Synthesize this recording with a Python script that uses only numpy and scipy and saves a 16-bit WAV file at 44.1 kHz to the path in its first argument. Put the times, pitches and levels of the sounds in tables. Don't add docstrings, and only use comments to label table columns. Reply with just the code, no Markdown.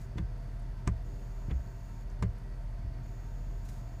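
import sys
import numpy as np
from scipy import signal
from scipy.fft import rfft, irfft
from scipy.io import wavfile
from scipy.ndimage import uniform_filter1d

SR = 44100
rng = np.random.default_rng(int(sys.argv[2]) if len(sys.argv) > 2 else 0)


def wav_out(sig):
    wavfile.write(sys.argv[1], SR, np.round(np.clip(np.atleast_2d(sig).T, -1, 1) * 32767).astype(np.int16))


N = 176400
T = np.arange(N) / SR

# (multiple of the crank rate, rms level [dB])
ENGINE_ORDERS = [(2, -58.5), (3, -40.5), (4, -50), (5, -63), (6, -60.5), (7, -57), (8, -54.5), (9, -50),
                 (10, -59.5), (12, -63), (15, -69.5), (16, -66.5)]
# (frequency [Hz], spectral density [dB per Hz])
AIR_SPECTRUM = [(15, -90), (30, -80), (52, -72), (68, -72.5), (85, -68.5), (120, -70.5), (200, -79),
                (300, -87), (420, -90), (520, -93.5), (1000, -95.5), (1900, -98), (2500, -104),
                (3500, -110), (6000, -113), (10000, -118), (15000, -121)]
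# (frequency [Hz], width [Hz], lift [dB])
DUCT_RESONANCES = [(669, 83, 10), (929, 53, 6.5), (3536, 110, 5.5), (4518, 300, 9.5), (5180, 240, 5.5),
                   (6430, 650, 4)]
# (frequency [Hz], rms level [dB])
FAN_TONES = [(248, -77.5), (283, -68), (319, -74), (388, -67.5), (485, -71.5), (577, -72.5), (598, -73),
             (657, -77), (682, -71), (719, -73), (898, -77), (920, -73), (1017, -77), (1319, -79),
             (1443, -88), (1550, -77.5), (1927, -80)]
# (start [s], end [s])
WHINE_ON = [(-.5, .058), (1.046, 2.04), (3.032, 4.5)]
# (harmonic number, rms level [dB])
WHINE_PARTIALS = [(8, -86), (16, -88), (18, -88), (19, -86), (20, -76), (21, -87), (22, -97), (23, -97),
                  (28, -98), (35, -94), (36, -94), (37, -95), (38, -97), (39, -98), (41, -93), (42, -96),
                  (43, -96), (44, -92), (45, -88)]
# (frequency [Hz], spectral density [dB per Hz])
WHINE_HISS_SPECTRUM = [(4000, -135), (6200, -116), (6800, -108), (7400, -116), (9000, -124), (11000, -132),
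                       (12000, -122), (14000, -124), (15200, -116)]
# (time [s], level [dB], rise [s], t60 [s])
RUSTLE_SWELLS = [(.020, -65, 0.026, .2), (3.654, -62, 0.0077, .15), (3.690, -56.5, .003, 0.076),
                 (3.732, -66.5, 0.025, 0.36), (3.785, -72, .03, 0.21)]
# (frequency [Hz], relative density [dB])
RUSTLE_SPECTRUM = [(500, -19), (1500, 3), (3000, -4), (5500, 0.5), (8000, -1), (11000, -5.5), (15000, -7)]
# (time [s], impulse [dB], duration [s])
LINKAGE_PUSHES = [(0.157, -9, 0.0018), (0.171, -9, 0.0031), (0.8736, 1, 0.0023), (1.483, -4.5, 0.0032),
                  (1.511, -11, 0.0014), (2.2217, -1, 0.0035), (2.848, -15, 0.0028)]
# (frequency [Hz], gain [dB], t60 [s])
BODY_MODES = [(66.5, -24.5, 0.048), (106, -26.5, 0.091), (141, -31.5, 0.16), (189, -32.5, 0.075),
              (227, -35.5, 0.029), (325, -31, 0.043)]
# (time [s], deep mode [dB], middle mode [dB], upper mode [dB])
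CABIN_BOOMS = [(.185, -29.5, -33, -30.5), (.874, -27, -26.5, -30), (1.509, -23.5, -43, -35.5),
               (2.2223, -29, -25, -26.5), (2.832, -34, -37, -44)]
# (frequency [Hz], delay [s], rise [s], t60 [s])
CABIN_MODES = [(63.2, 0.045, 0.028, 0.23), (106.9, 0.0212, .007, .30), (175.8, 0.017, 0.007, .11)]
# (time [s], level [dB], rise [s], treble [dB], arm blow [dB], blade blow [dB])
BLADE_FLIPS = [(0.184, -43.5, 0.0058, 1.5, -13, 0.5), (0.8762, -38.5, 0.0032, -0.5, 1.5, -11),
               (1.5130, -44, 0.011, -12, -41, -3.5), (2.2255, -35.5, 0.00057, -0.5, -2.5, -9)]
# (frequency [Hz], relative density [dB], t60 [s])
FLIP_SPECTRUM = [(247, 4, 0.062), (456, -1.5, 0.13), (680, -6, 0.062), (1300, -12.5, 0.06),
                 (1650, -9, 0.09), (2130, -8.5, 0.08), (3040, -16.5, 0.035), (5260, -23, 0.048),
                 (6900, -26, 0.043), (11000, -35, .04), (15000, -38, .04)]
# (frequency [Hz], gain [dB], t60 [s])
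ARM_MODES = [(393.4, -38, .08), (602, -41.5, 0.056), (688, -39, 0.043), (1030, -35, 0.048),
             (1177, -36.5, 0.047), (1530, -39, 0.026), (2067, -46, 0.024), (2356, -45.5, .03)]
# (frequency [Hz], gain [dB], t60 [s])
BLADE_MODES = [(321.4, -39, 0.14), (1998, -52, 0.035), (3416, -47.5, 0.026)]
STROKE_ENDS = [.18, .876, 1.51, 2.224, 2.84]
# (time [s], level [dB], centre frequency [Hz])
RUBBER_TICKS = [(.380, -76, 12500), (0.596, -67, 9300), (.622, -71, 8500), (1.025, -73, 11000),
                (2.101, -63, 6030), (2.112, -69, 7440), (2.385, -71, 11000), (2.710, -75, 10000)]
# (time [s], level [dB])
JOINT_SNAPS = [(0.875, -40), (0.8766, -33), (0.878, -63), (2.2248, -44), (2.2263, -45), (2.2295, -47)]


def from_db(db):
    return 10 ** (np.asarray(db) / 20)


def rms_one(x):
    return x / np.sqrt(np.mean(x ** 2) + 1e-20)


def at_hz(points, hz, axis=1):
    points = np.array(points)
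    return np.interp(np.log(np.maximum(hz, 1)), np.log(points[:, 0]), points[:, axis])


def drift(rate):
    r = np.exp(-80 * np.pi * rate / SR)
    slow = signal.lfilter([1], [1, -2 * r, r * r], rng.standard_normal(N // 40 + 2002))[2000:]
    return np.interp(np.arange(N) / 40, np.arange(len(slow)), rms_one(slow))


def band_noise(low_hz, high_hz):
    sos = signal.butter(3, [low_hz, min(high_hz, SR / 2 - 1)], "band", fs=SR, output="sos")
    return rms_one(signal.sosfilt(sos, rng.standard_normal(N)))


def coloured_noise(points, bumps=()):
    hz = np.arange(N // 2 + 1) * SR / N
    peaks_db = sum(lift / (1 + (2 * (hz - centre) / width) ** 2) for centre, width, lift in bumps)
    gain = from_db(at_hz(points, hz) + peaks_db)
    return irfft(rfft(rng.standard_normal(N)) * gain, N) * np.sqrt(SR / 2)


def swell(s, rise, t60):
    return np.exp(np.maximum(np.minimum((T - s) / rise, (s - T) * np.log(1000) / t60), -40))


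def ring(force, modes):
    out = 0
    for hz, db, t60 in modes:
        r, w = np.exp(-np.log(1000) / (t60 * SR)), 2 * np.pi * hz / SR
        out += from_db(db) * signal.lfilter([0, np.sin(w)], [1, -2 * r * np.cos(w), r * r], force + 1e-18)
    return out


def engine(crank_hz=13.29, wander=0.003, firings_per_turn=3):
    turns = np.cumsum(crank_hz * (1 + wander * drift(0.92))) / SR
    hum = 0
    for order, db in ENGINE_ORDERS:
        sway_db = 2 if order == firings_per_turn else 0.5
        level = from_db(db + sway_db * drift(1.85))
        hum += level * np.cos(2 * np.pi * (order * turns + rng.random()))
    return np.sqrt(2) * hum


def ventilation(flutter_db=0.4, tone_width_hz=2.55):
    air = coloured_noise(AIR_SPECTRUM, DUCT_RESONANCES) * from_db(flutter_db * drift(rate=30))
    for hz, db in FAN_TONES:
        phase = 2 * np.pi * hz * T
        tone = drift(tone_width_hz) * np.cos(phase) + drift(tone_width_hz) * np.sin(phase)
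        air += from_db(db) * tone
    return air


def electrical_whine(fundamental_hz=337.8, jitter=0.00105):
    gate = sum(1.0 * ((T > start) & (T < end)) for start, end in WHINE_ON)
    cycles = np.cumsum(fundamental_hz * (1 + jitter * drift(rate=48))) / SR
    buzz = sum(from_db(db) * np.sin(2 * np.pi * (k * cycles + rng.random())) for k, db in WHINE_PARTIALS)
    return uniform_filter1d(gate, size=128) * (np.sqrt(2) * buzz + coloured_noise(WHINE_HISS_SPECTRUM))


def rustle(grain_db=0.5):
    envelope = sum(from_db(db) * swell(s, rise, t60) for s, db, rise, t60 in RUSTLE_SWELLS)
    return envelope * rms_one(coloured_noise(RUSTLE_SPECTRUM) * from_db(grain_db * drift(rate=150)))


def linkage_thumps(radiates_above_hz=38):
    force, boom = np.zeros(N), 0
    for s, db, duration in LINKAGE_PUSHES:
        push = np.sin(np.pi * np.clip((T - s) / duration, 0, 1)) ** 2
        force += from_db(db) * push / push.sum()
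    for s, *levels in CABIN_BOOMS:
        for db, (hz, delay, rise, t60) in zip(levels, CABIN_MODES):
            boom += from_db(db) * swell(s + delay, rise, t60) * np.cos(2 * np.pi * hz * (T - s))
    radiation = signal.butter(2, radiates_above_hz, "high", fs=SR, output="sos")
    return boom + signal.sosfilt(radiation, ring(force, BODY_MODES))


def blade_flips():
    edges = np.geomspace(220, 16000, 14)
    centres = np.sqrt(edges[1:] * edges[:-1])
    shares = from_db(at_hz(FLIP_SPECTRUM, centres)) * np.sqrt(np.diff(edges))
    shares /= np.sqrt(np.sum(shares ** 2))
    crackle = np.zeros(N)
    for low, high, hz, share in zip(edges, edges[1:], centres, shares):
        treble_weight = at_hz([(2000, 0), (7000, 1)], hz)
        t60 = at_hz(FLIP_SPECTRUM, hz, axis=2)
        envelope = sum(from_db(db + treble_weight * treble_db) * swell(s, rise, t60)
                       for s, db, rise, treble_db, _, _ in BLADE_FLIPS)
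        crackle += share * envelope * band_noise(low, high)
    blows = np.zeros((2, N))
    for s, *_, arm_db, blade_db in BLADE_FLIPS:
        blows[:, int(s * SR)] = from_db([arm_db, blade_db])
    return crackle + ring(blows[0], ARM_MODES) + ring(blows[1], BLADE_MODES)


def wiping(hiss_db=-82, tick_spread=1.25):
    strokes = np.interp(T, STROKE_ENDS, np.arange(len(STROKE_ENDS)))
    speed = np.abs(np.sin(np.pi * strokes))
    ticks = 0
    for s, db, hz in RUBBER_TICKS:
        envelope = from_db(db) * swell(s, rise=0.0012, t60=0.035)
        ticks += envelope * band_noise(hz / tick_spread, hz * tick_spread)
    return ticks + from_db(hiss_db) * speed * band_noise(4400, 12000)


def joint_snaps(tail_db=-15.5):
    envelope = 0
    for s, db in JOINT_SNAPS:
        direct = swell(s, rise=0.0001, t60=0.0012)
        tail = from_db(tail_db) * swell(s, rise=0.0002, t60=0.038)
        envelope += from_db(db) * (direct + tail)
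    return envelope * band_noise(5800, 8200)


def scene():
    wipers = blade_flips() + joint_snaps() + linkage_thumps() + wiping()
    return (wipers + engine() + ventilation() + electrical_whine() + rustle())[None]


def record(dry):
    cutoff_hz = 15350
    return signal.sosfilt(signal.ellip(12, 0.1, 90, cutoff_hz, fs=SR, output="sos"), dry)


dry = scene()
out = record(dry)
wav_out(out)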